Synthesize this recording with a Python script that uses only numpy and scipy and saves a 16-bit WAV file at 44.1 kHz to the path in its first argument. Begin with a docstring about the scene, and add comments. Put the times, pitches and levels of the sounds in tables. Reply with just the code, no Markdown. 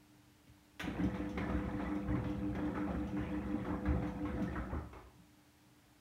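"""In a small hard room, a front-loading washing machine makes one four-second tumble.
A relay (an electric switch) clacks, and the mains motor hums with a slow throb. Wet laundry
falls in the steel drum: it sloshes, slaps, and thuds against a tub that hangs on springs.
The motor cuts out, the load settles with a last flop, and a faint idle hum remains."""
import sys
import numpy as np
from scipy import signal
from scipy.fft import rfft, irfft, next_fast_len
from scipy.io import wavfile
from scipy.ndimage import uniform_filter1d, map_coordinates

SR = 44100
rng = np.random.default_rng(int(sys.argv[2]) if len(sys.argv) > 2 else 0)


def inscribe(sig):
    """Save sig as 16-bit PCM at rate SR to the path in sys.argv[1].

    A 1-D sig is mono; a 2-D sig holds one channel per row.
    Samples are clipped to [-1, 1] before scaling.
    """
    pcm = np.round(np.clip(np.atleast_2d(sig).T, -1, 1) * 32767)
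    wavfile.write(sys.argv[1], SR, pcm.astype(np.int16))


N = 264908

# how long the room takes to fade by 60 dB: (frequency [Hz], fade time [s])
ROOM_FADE = [(100, 0.46), (1000, 0.5), (3500, 0.41), (9000, 0.3), (15000, 0.17)]
# the hum of the waiting machine: (frequency [Hz], level [dB])
IDLE_TONES = [(123.8, -75.5), (200, -79.5), (300.1, -71.5)]
# the motor's magnetic hum; two weaker side tones around each tone make it throb:
# (multiple of the mains [ratio], level [dB], upper side tone [ratio], lower side tone [ratio])
MOTOR_TONES = [(2, -60.5, 0.14, 0.1), (4, -48.5, 0.03, 0.022), (6, -46, 0.64, 0.49), (10, -54, 0.03, 0.052)]

# the tone colour of each noise: (frequency [Hz], relative level [dB])
AIR_COLOUR = [(15, -55), (25, -28), (64, -6.5), (129, -10), (152, -13.5), (189, -11), (268, -15), (299, -6),
              (324, -18), (413, -18.5), (485, -21.5), (951, -18.5), (1030, -23.5), (1590, -23),
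              (15700, -37)]  # room air
CLACK_COLOUR = [(200, -3), (600, -0.5), (1200, -4), (1950, 1), (2600, -5), (3900, -5.5), (4400, -23.5),
                (5400, -16), (6800, -16), (7900, -28), (9200, -21), (15500, -27)]  # relay contacts
TICK_COLOUR = [(1200, 1), (2200, -3.5), (3400, 8), (4500, -5), (6000, 1.5), (7800, -12), (9000, -13),
               (13000, -13), (16000, -16)]  # small hard hits
CHURN_COLOUR = [(290, -34), (350, 0.5), (400, -1.5), (445, -13.5), (485, -5), (530, 1.5), (600, -4),
                (720, -1.5), (900, -2.5), (1400, -11), (2000, -26), (3000, -55)]  # water at the bottom of the tub
SLOSH_COLOUR = [(300, -46), (380, -5), (445, -13), (540, -4.5), (700, 0), (900, -7), (1080, 1), (1320, -3),
                (1600, -14), (1900, -3.5), (2500, -82), (5000, -61)]  # water moved by a fall
SPRAY_COLOUR = [(1000, -30), (1600, -1), (1950, -0.5), (2400, -6.5), (2900, -12.5), (3400, -11),
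                (4100, -15.5), (4800, -22.5), (5700, -15), (7500, -24), (9000, -18.5), (15500, -52)]  # drops on the door glass
SLAP_COLOUR = [(150, -3.5), (350, 7.5), (450, 1.5), (600, -2.5), (1000, -4.5), (1400, -2.5), (2000, -9),
               (2800, -33), (5000, -41)]  # wet cloth landing
SPLASH_COLOUR = [(1200, -17), (2100, 6), (2900, -4), (3500, -3), (4100, -10), (4700, -18), (5800, -16.5),
                 (8000, -35), (15000, -50)]  # the splash of that landing

# the notes at which each part rings: (frequency [Hz], width [Hz], relative level [dB])
TUB_NOTES = [(41.8, 4.9, -15), (59, 7.5, -1), (74, 8.8, 1), (109.3, 5.4, -3), (125.5, 4.8, -2)]  # the tub on its springs
CABINET_NOTES = [(172.2, 7.3, 4), (195.3, 8.9, -1.5), (226, 12, -6), (269.7, 20, -6.5), (304.7, 14.4, -3.5),
                 (376, 13, -15.5)]  # the outer panels
DRUM_NOTES = [(828, 25, -3), (960, 54, -4), (1288, 74, 1), (1484, 27, -2.5)]  # the steel drum
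# the notes of the relay's case: (frequency [Hz], relative level [dB], time to fade 60 dB [s])
CASE_NOTES = [(1500, -7.5, 0.29), (1730, -1.5, 0.15), (1943, 6.5, 0.035), (2184, -12, 0.1),
              (2510, -8, 0.18), (2630, -3, 0.07), (3320, -12, 0.13), (5265, -12, 0.12), (5670, -22, 0.18)]

# a faint relay picks the direction, the main one closes and bounces: (time [s], relative level [dB])
RELAY_HITS = [(0.472, -63.5), (0.7956, -37.5), (0.801, -36.5), (0.812, -41.5)]
# drops and fasteners tick in the drum: (time [s], relative level [dB])
TICK_HITS = [(0.4706, -70), (1.036, -45.5), (1.1503, -54), (1.292, -47.5), (1.378, -50), (1.5798, -56),
             (1.9517, -52), (2.2975, -50.5), (2.552, -53), (2.652, -51), (3.073, -50.5), (3.6703, -54),
             (4.073, -51), (4.422, -47), (4.928, -57)]
# short ringing notes: air pockets glug, and the steel drum rings once near 1300 Hz:
# (time [s], pitch [Hz], level [dB])
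SHORT_RINGS = [(1.372, 2090, -48), (1.855, 1960, -42), (2.122, 1914, -42), (2.548, 2040, -47),
               (2.771, 1310, -39), (3.276, 2440, -50), (3.7, 864, -38), (3.854, 1650, -44),
               (4.252, 1070, -38), (4.474, 1810, -42.5)]
# folds of wet laundry fall and slide down the drum:
# (time [s], slide length [s], slosh [dB], spray [dB], drag on the steel [dB], tub rumble [dB])
LAUNDRY_FALLS = [(0.83, 0.25, -55.5, -57, -63, -55), (1.135, 0.072, -55, -57, -63, -51),
                 (1.37, 0.22, -52, -54.5, -56.5, -45), (1.62, 0.16, -58, -59, -65, -46.5),
                 (1.795, 0.14, -53, -58, -59, -53.5), (2.07, 0.12, -53.5, -58.5, -64, -39.5),
                 (2.24, 0.047, -56.5, -61.5, -62, -44), (2.55, 0.17, -54, -64, -62, -50.5),
                 (2.738, 0.033, -55, -57, -50, -76), (2.86, 0.084, -53, -60.5, -76, -49),
                 (3.17, 0.19, -56.5, -57.5, -68, -49), (3.41, 0.25, -58.5, -63, -66.5, -50),
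                 (3.648, 0.095, -51, -60.5, -68, -54), (3.86, 0.12, -54, -60.5, -57, -42.5),
                 (4.015, 0.047, -53, -60.5, -69, -52), (4.25, 0.3, -59.5, -60, -59.5, -46.5),
                 (4.553, 0.018, -55, -65, -48, -63), (4.718, 0.026, -53.5, -78, -52, -42),
                 (4.93, 0.043, -60.5, -69, -65, -54)]
# the load or the drive jolts the drum: (time [s], tub level [dB], cabinet level [dB])
JOLTS = [(0.46, -52, -58), (0.817, -40.5, -43), (0.863, -49, -31), (0.98, -41, -31), (1.025, -33, -27),
         (1.369, -42, -33), (1.529, -32.5, -35), (2.063, -34, -52), (2.134, -46, -31.5), (2.358, -37, -52),
         (2.469, -36, -55), (2.93, -35.5, -34), (3.01, -41, -46), (3.161, -35.5, -56), (3.521, -53, -31.5),
         (3.684, -37, -39), (3.864, -29.5, -44), (3.921, -33, -35), (4.33, -40.5, -36), (4.399, -52, -30),
         (4.555, -38, -35.5), (4.728, -39, -35), (5.17, -60, -55.5)]
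# wet cloth slaps the drum and the door glass:
# (time [s], relative level [dB], splash offset [dB], centre of the smack's tone [Hz])
CLOTH_HITS = [(0.991, -36.5, -19, 853), (1.143, -39.5, -12, 1940), (1.376, -31.5, -7.5, 1310),
              (1.498, -31, -20, 600), (1.795, -35, -19, 1710), (1.92, -38, -35, 855),
              (2.094, -39.5, -35, 1170), (2.153, -40, -17, 1700), (2.242, -39.5, -10, 1500),
              (2.551, -36, -15.5, 1630), (2.589, -35.5, -30, 776), (2.752, -37, -15, 1190),
              (2.775, -33, -23, 1320), (2.819, -39, -30, 974), (2.904, -34.5, -24, 810),
              (2.952, -40, -29, 1450), (3.169, -35.5, -29, 1510), (3.648, -35.5, -21, 842),
              (3.691, -34, -33, 859), (3.856, -33.5, -17.5, 1500), (3.879, -46, -27, 1270),
              (4.024, -36, -16.5, 786.4), (4.254, -40, -13, 1070), (4.396, -37, -29, 799),
              (4.555, -34.5, -22, 1460), (4.579, -38, -23, 1300), (4.715, -38, -37, 1250),
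              (4.931, -40.5, -14, 799)]

START_S, CUT_S, REST_S = 0.797, 4.46, 4.78  # motor on, motor off, load starts to settle
MAINS_HZ, TOP_HZ = 50.02, 15780
THROB_HZ, THROB_CREST_S = 5.65, 3.182  # the throb's rate and the time of one crest
THROB_START_SHARE, THROB_BUILD_S = 0.27, 2  # its depth at the start, time to full depth
SOFT_START_DB, RUN_UP_S, MOTOR_FADE_DB_PER_S = -21, 0.3, 135
ROLL_UP_S, SETTLE_DB_PER_S = 0.084, 114
# steady levels while the drum turns
ROLL_TUB_DB, ROLL_CABINET_DB = -50.5, -48.5
ROLL_CHURN_DB, ROLL_SPRAY_DB, ROLL_DRAG_DB = -55, -63.5, -64.5
FALL_ATTACK_S, SLIDE_SAG_DB_PER_S = 0.014, 7.5
WATER_DRAIN_DB_PER_S, DRAG_FADE_DB_PER_S, TUB_FADE_DB_PER_S = 103, 113, 77
FALL_BOOM_DB, FALL_CHURN_DB = 6, 0.5  # compared with the same fall's slosh


def amp(db):
    """Turn decibels into a gain, the number to multiply a sound by."""
    return 10 ** (np.asarray(db) / 20)


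def unit(x):
    """Scale x to an average (rms) level of 1."""
    return x / np.sqrt(np.mean(x ** 2) + 1e-20)


def along(points, hz):
    """Read between (frequency, value) points, with octaves evenly spaced."""
    point_hz, values = np.transpose(points)
    return np.interp(np.log(hz + 1), np.log(point_hz + 1), values)


def wobble(rate):
    """A smooth random curve through rate points a second."""
    points = rng.standard_normal(int(N * rate / SR) + 4)
    return map_coordinates(points, [np.arange(N) * rate / SR])


def filtered(x, response):
    """Scale each frequency in x by response(frequency)."""
    size = next_fast_len(len(x) + SR // 4)
    return irfft(rfft(x, size) * response(np.fft.rfftfreq(size, 1 / SR)), size)[:len(x)]


def coloured(x, colour):
    """Give x a tone colour and an average level of 1."""
    return unit(filtered(x, lambda hz: amp(along(colour, hz))))


def resonate(x, notes):
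    """Let x shake a body, which rings at its own notes and gives off little far from them."""
    def body(hz):
        return sum((-1) ** k * amp(db) * 1j * hz * width / (note ** 2 - hz ** 2 + 1j * hz * width)
                   for k, (note, width, db) in enumerate(notes))
    band = signal.butter(3, [notes[0][0], 1.41 * notes[-1][0]], "band", fs=SR, output="sos")
    return signal.sosfilt(band, filtered(x, body))


def steady(x, span_s):
    """Even out the level of x over span_s seconds."""
    return x / np.sqrt(np.abs(uniform_filter1d(x ** 2, int(span_s * SR))) + 1e-12)


def add(track, s, sound):
    """Mix a sound into the track at s seconds."""
    part = track[round(s * SR):][:len(sound)]
    part += sound[:len(part)]


def room_echo(x):
    """The room's answer to x: a wash of reflections whose treble dies first."""
    hz, t, noise = signal.stft(rng.standard_normal(SR // 2), SR, nperseg=256)
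    fade = amp(-60 * t / along(ROOM_FADE, hz)[:, None])
    tail = signal.istft(noise * fade, SR, nperseg=256)[1]
    return signal.fftconvolve(x, tail / np.linalg.norm(tail))[:len(x)]


def burst(colour, attack_s, fade_s, room_db):
    """The noise of one hit, falling 60 dB in fade_s, plus its echo; the level starts near 1."""
    t = np.arange(SR // 2) / SR
    shape = (1 - np.exp(-t / attack_s)) * amp(-60 * t / fade_s)
    direct = coloured(rng.standard_normal(len(t)), colour) * shape
    heard = direct + amp(room_db) * room_echo(direct)
    return heard / np.std(heard[:SR // 50])


def bubbles(count, centre_hz, cycles, spread_db):
    """Bubbles squeezed from wet cloth: tiny fading tones that rise in pitch, heard in the room."""
    when, pitch, size = rng.random(count), rng.standard_normal(count), rng.exponential(size=count)
    hz = np.clip(centre_hz * np.exp(.5 * pitch), 300, 12000)[:, None]
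    t = np.arange(SR // 60) / SR
    age = t * hz / cycles
    strength = amp(spread_db * np.minimum(size, 4))[:, None]
    rise = 1 + 0.08 * np.minimum(age, 2)
    pops = strength * np.exp(-3 * age) * np.sin(2 * np.pi * hz * t * rise)
    positions = (when * N).astype(int)[:, None] + np.arange(len(t))
    direct = np.bincount(positions.ravel(), pops.ravel(), N)[:N]  # add all pops into one track
    return unit(direct + amp(-0.5) * room_echo(direct))


def rolling():
    """The load's gain: it gets going with the motor and rolls on a little after the cut."""
    t = np.arange(N) / SR
    return np.clip((t - START_S) / ROLL_UP_S, 0, 1) * amp(-SETTLE_DB_PER_S * np.maximum(t - REST_S, 0))


def surges(levels_db, fade_db_per_s):
    """The gain of all falls: each swells quickly, sags while the fold slides, then dies away."""
    age, power = np.arange(SR) / SR, np.zeros(N)
    for (s, slide_s, *_), db in zip(LAUNDRY_FALLS, levels_db):
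        swell = np.minimum(age / FALL_ATTACK_S, 1)
        sag_db = SLIDE_SAG_DB_PER_S * (age - slide_s / 2)
        fade_db = fade_db_per_s * np.maximum(age - slide_s, 0)
        add(power, s, (swell * amp(db - sag_db - fade_db)) ** 2)
    return np.sqrt(power)


def standby():
    """Quiet room air and the faint hum of the powered machine."""
    t, hum = np.arange(N) / SR, np.zeros(N)
    for hz, db in IDLE_TONES:
        hum += np.sqrt(2) * amp(db + wobble(16)) * np.sin(2 * np.pi * hz * t + 0.36 * wobble(3.2))
    return hum + amp(-66.5) * coloured(rng.standard_normal(N), AIR_COLOUR)


def relays():
    """The switch contacts clack and make their case ring."""
    out, t = np.zeros(N), np.arange(SR // 2) / SR
    for s, db in RELAY_HITS:
        ring = sum(amp(level - 60 * t / fade_s) * np.sin(2 * np.pi * (hz * t + rng.random()))
                   for hz, level, fade_s in CASE_NOTES)
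        clack = burst(CLACK_COLOUR, attack_s=0.00067, fade_s=0.066, room_db=0.5)
        add(out, s, amp(db - 8.5) * (clack + amp(-2.5) * ring))
    return out


def motor():
    """The spinning part lags the magnetic field, so the hum throbs, more deeply once up to speed."""
    t, hum = np.arange(N) / SR, np.zeros(N)
    depth = np.interp(t - START_S, [0, THROB_BUILD_S], [THROB_START_SHARE, 1])
    slip = np.exp(2j * np.pi * THROB_HZ * (t - THROB_CREST_S))
    for multiple, db, upper, lower in MOTOR_TONES:
        phase = 2 * np.pi * (multiple * MAINS_HZ * t + rng.random()) + 0.074 * wobble(8.1)
        throb = 1 + depth * (upper * slip + lower / slip)
        strength = np.sqrt(2) * amp(db + 1.1 * wobble(5.55) + 1.12 * wobble(29.94))
        hum += strength * np.real(throb * np.exp(1j * phase))
    run_up = np.clip((t - START_S) / RUN_UP_S, 0, 1)
    fade_db = MOTOR_FADE_DB_PER_S * np.maximum(t - CUT_S, 0)
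    return (t > START_S) * amp(SOFT_START_DB * (1 - run_up) - fade_db) * hum


def ticks():
    """Drops and fasteners tap the drum."""
    out = np.zeros(N)
    for s, db in TICK_HITS:
        add(out, s - .001, amp(db - 15) * burst(TICK_COLOUR, attack_s=0.0022, fade_s=0.03, room_db=4.5))
    return out


def short_rings():
    """Air pockets glug, and the steel drum rings once; each brief note rises a little in pitch."""
    out, t = np.zeros(N), np.arange(SR // 4) / SR
    shape = (1 - np.exp(-t / 0.0041)) * amp(-60 * t / 0.074)
    for s, hz, db in SHORT_RINGS:
        ring = shape * np.sin(2 * np.pi * hz * t * (1 + 0.29 * t))
        add(out, s, amp(db) * (ring + amp(-6.5) * room_echo(ring)))
    return out


def dragging(roll, drag_db):
    """Cloth sliding over the steel gives the drum a hollow ring."""
    rubbing = np.hypot(amp(ROLL_DRAG_DB) * roll, surges(drag_db, DRAG_FADE_DB_PER_S))  # powers add
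    return rubbing * steady(resonate(rng.standard_normal(N), DRUM_NOTES), 0.14)


def spray(roll, spray_db):
    """Drops patter on the door glass, louder with each fall."""
    spraying = np.hypot(amp(ROLL_SPRAY_DB) * roll, surges(spray_db, WATER_DRAIN_DB_PER_S))
    flicker = amp(0.54 * wobble(27.88))
    drops = bubbles(count=3000, centre_hz=2814, cycles=19.7, spread_db=3) + 0.6 * rng.standard_normal(N)
    patter = amp(-27.5) * bubbles(count=260, centre_hz=7860, cycles=3.9, spread_db=1)
    return spraying * flicker * (steady(coloured(drops, SPRAY_COLOUR), 0.17) + patter)


def water(roll, sloshing):
    """The rolling load churns the pool in the tub; each fall stirs it more and adds a slosh."""
    churning = np.hypot(amp(ROLL_CHURN_DB) * roll, amp(FALL_CHURN_DB) * sloshing)
    pool = bubbles(count=1500, centre_hz=596, cycles=10.6, spread_db=2.5) + 0.5 * rng.standard_normal(N)
    wave = bubbles(count=2200, centre_hz=1012, cycles=15.5, spread_db=4) + 0.27 * rng.standard_normal(N)
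    churn = churning * steady(coloured(pool, CHURN_COLOUR), 0.19)
    slosh = sloshing * steady(coloured(wave, SLOSH_COLOUR), 0.21)
    return churn + slosh


def rumble(roll, sloshing, tub_db):
    """The rolling load shakes the tub and the cabinet, harder with each fall."""
    shaking = np.hypot(amp(ROLL_TUB_DB) * roll, surges(tub_db, TUB_FADE_DB_PER_S))
    booming = np.hypot(amp(ROLL_CABINET_DB), amp(FALL_BOOM_DB) * sloshing) * roll
    tub = shaking * steady(resonate(rng.standard_normal(N), TUB_NOTES), 0.14)
    cabinet = booming * steady(resonate(rng.standard_normal(N), CABINET_NOTES), 0.11)
    return tub + cabinet


def thuds():
    """Each jolt is a soft, ragged push that rings the tub and the cabinet."""
    out, t = np.zeros(N), np.arange(SR // 2) / SR
    for s, tub_db, cabinet_db in JOLTS:
        for notes, db in (TUB_NOTES, tub_db), (CABINET_NOTES, cabinet_db):
            push = rng.standard_normal(len(t)) * amp(-60 * t / 0.1)
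            ring = resonate(push, notes)
            add(out, s, amp(db + 0.5) * ring / np.abs(ring).max())
    return out


def slaps():
    """Wet cloth lands with a smack, each pitched around its own tone centre, and a brighter splash."""
    out = np.zeros(N)
    for s, db, splash_db, centre_hz in CLOTH_HITS:
        fold_colour = [(hz, level - 3 * abs(np.log2(hz / centre_hz))) for hz, level in SLAP_COLOUR]
        smack = burst(fold_colour, attack_s=0.0043, fade_s=0.033, room_db=0)
        splash = burst(SPLASH_COLOUR, attack_s=0.0019, fade_s=0.082, room_db=-0.5)
        add(out, s - .002, amp(db - 13) * smack + amp(db + splash_db - 8.5) * splash)
    return out


def scene():
    """All parts of the machine, heard from just in front of the door."""
    _, _, slosh_db, spray_db, drag_db, tub_db = np.transpose(LAUNDRY_FALLS)
    roll, sloshing = rolling(), surges(slosh_db, WATER_DRAIN_DB_PER_S)
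    machine = standby() + relays() + motor()
    details = ticks() + short_rings() + dragging(roll, drag_db) + spray(roll, spray_db)
    tumble = water(roll, sloshing) + rumble(roll, sloshing, tub_db) + thuds() + slaps()
    return (machine + details + tumble)[None]


def record(dry):
    """The microphone keeps nothing above TOP_HZ."""
    return np.array([filtered(channel, lambda hz: hz < TOP_HZ) for channel in dry])


dry = scene()
out = record(dry)
inscribe(out)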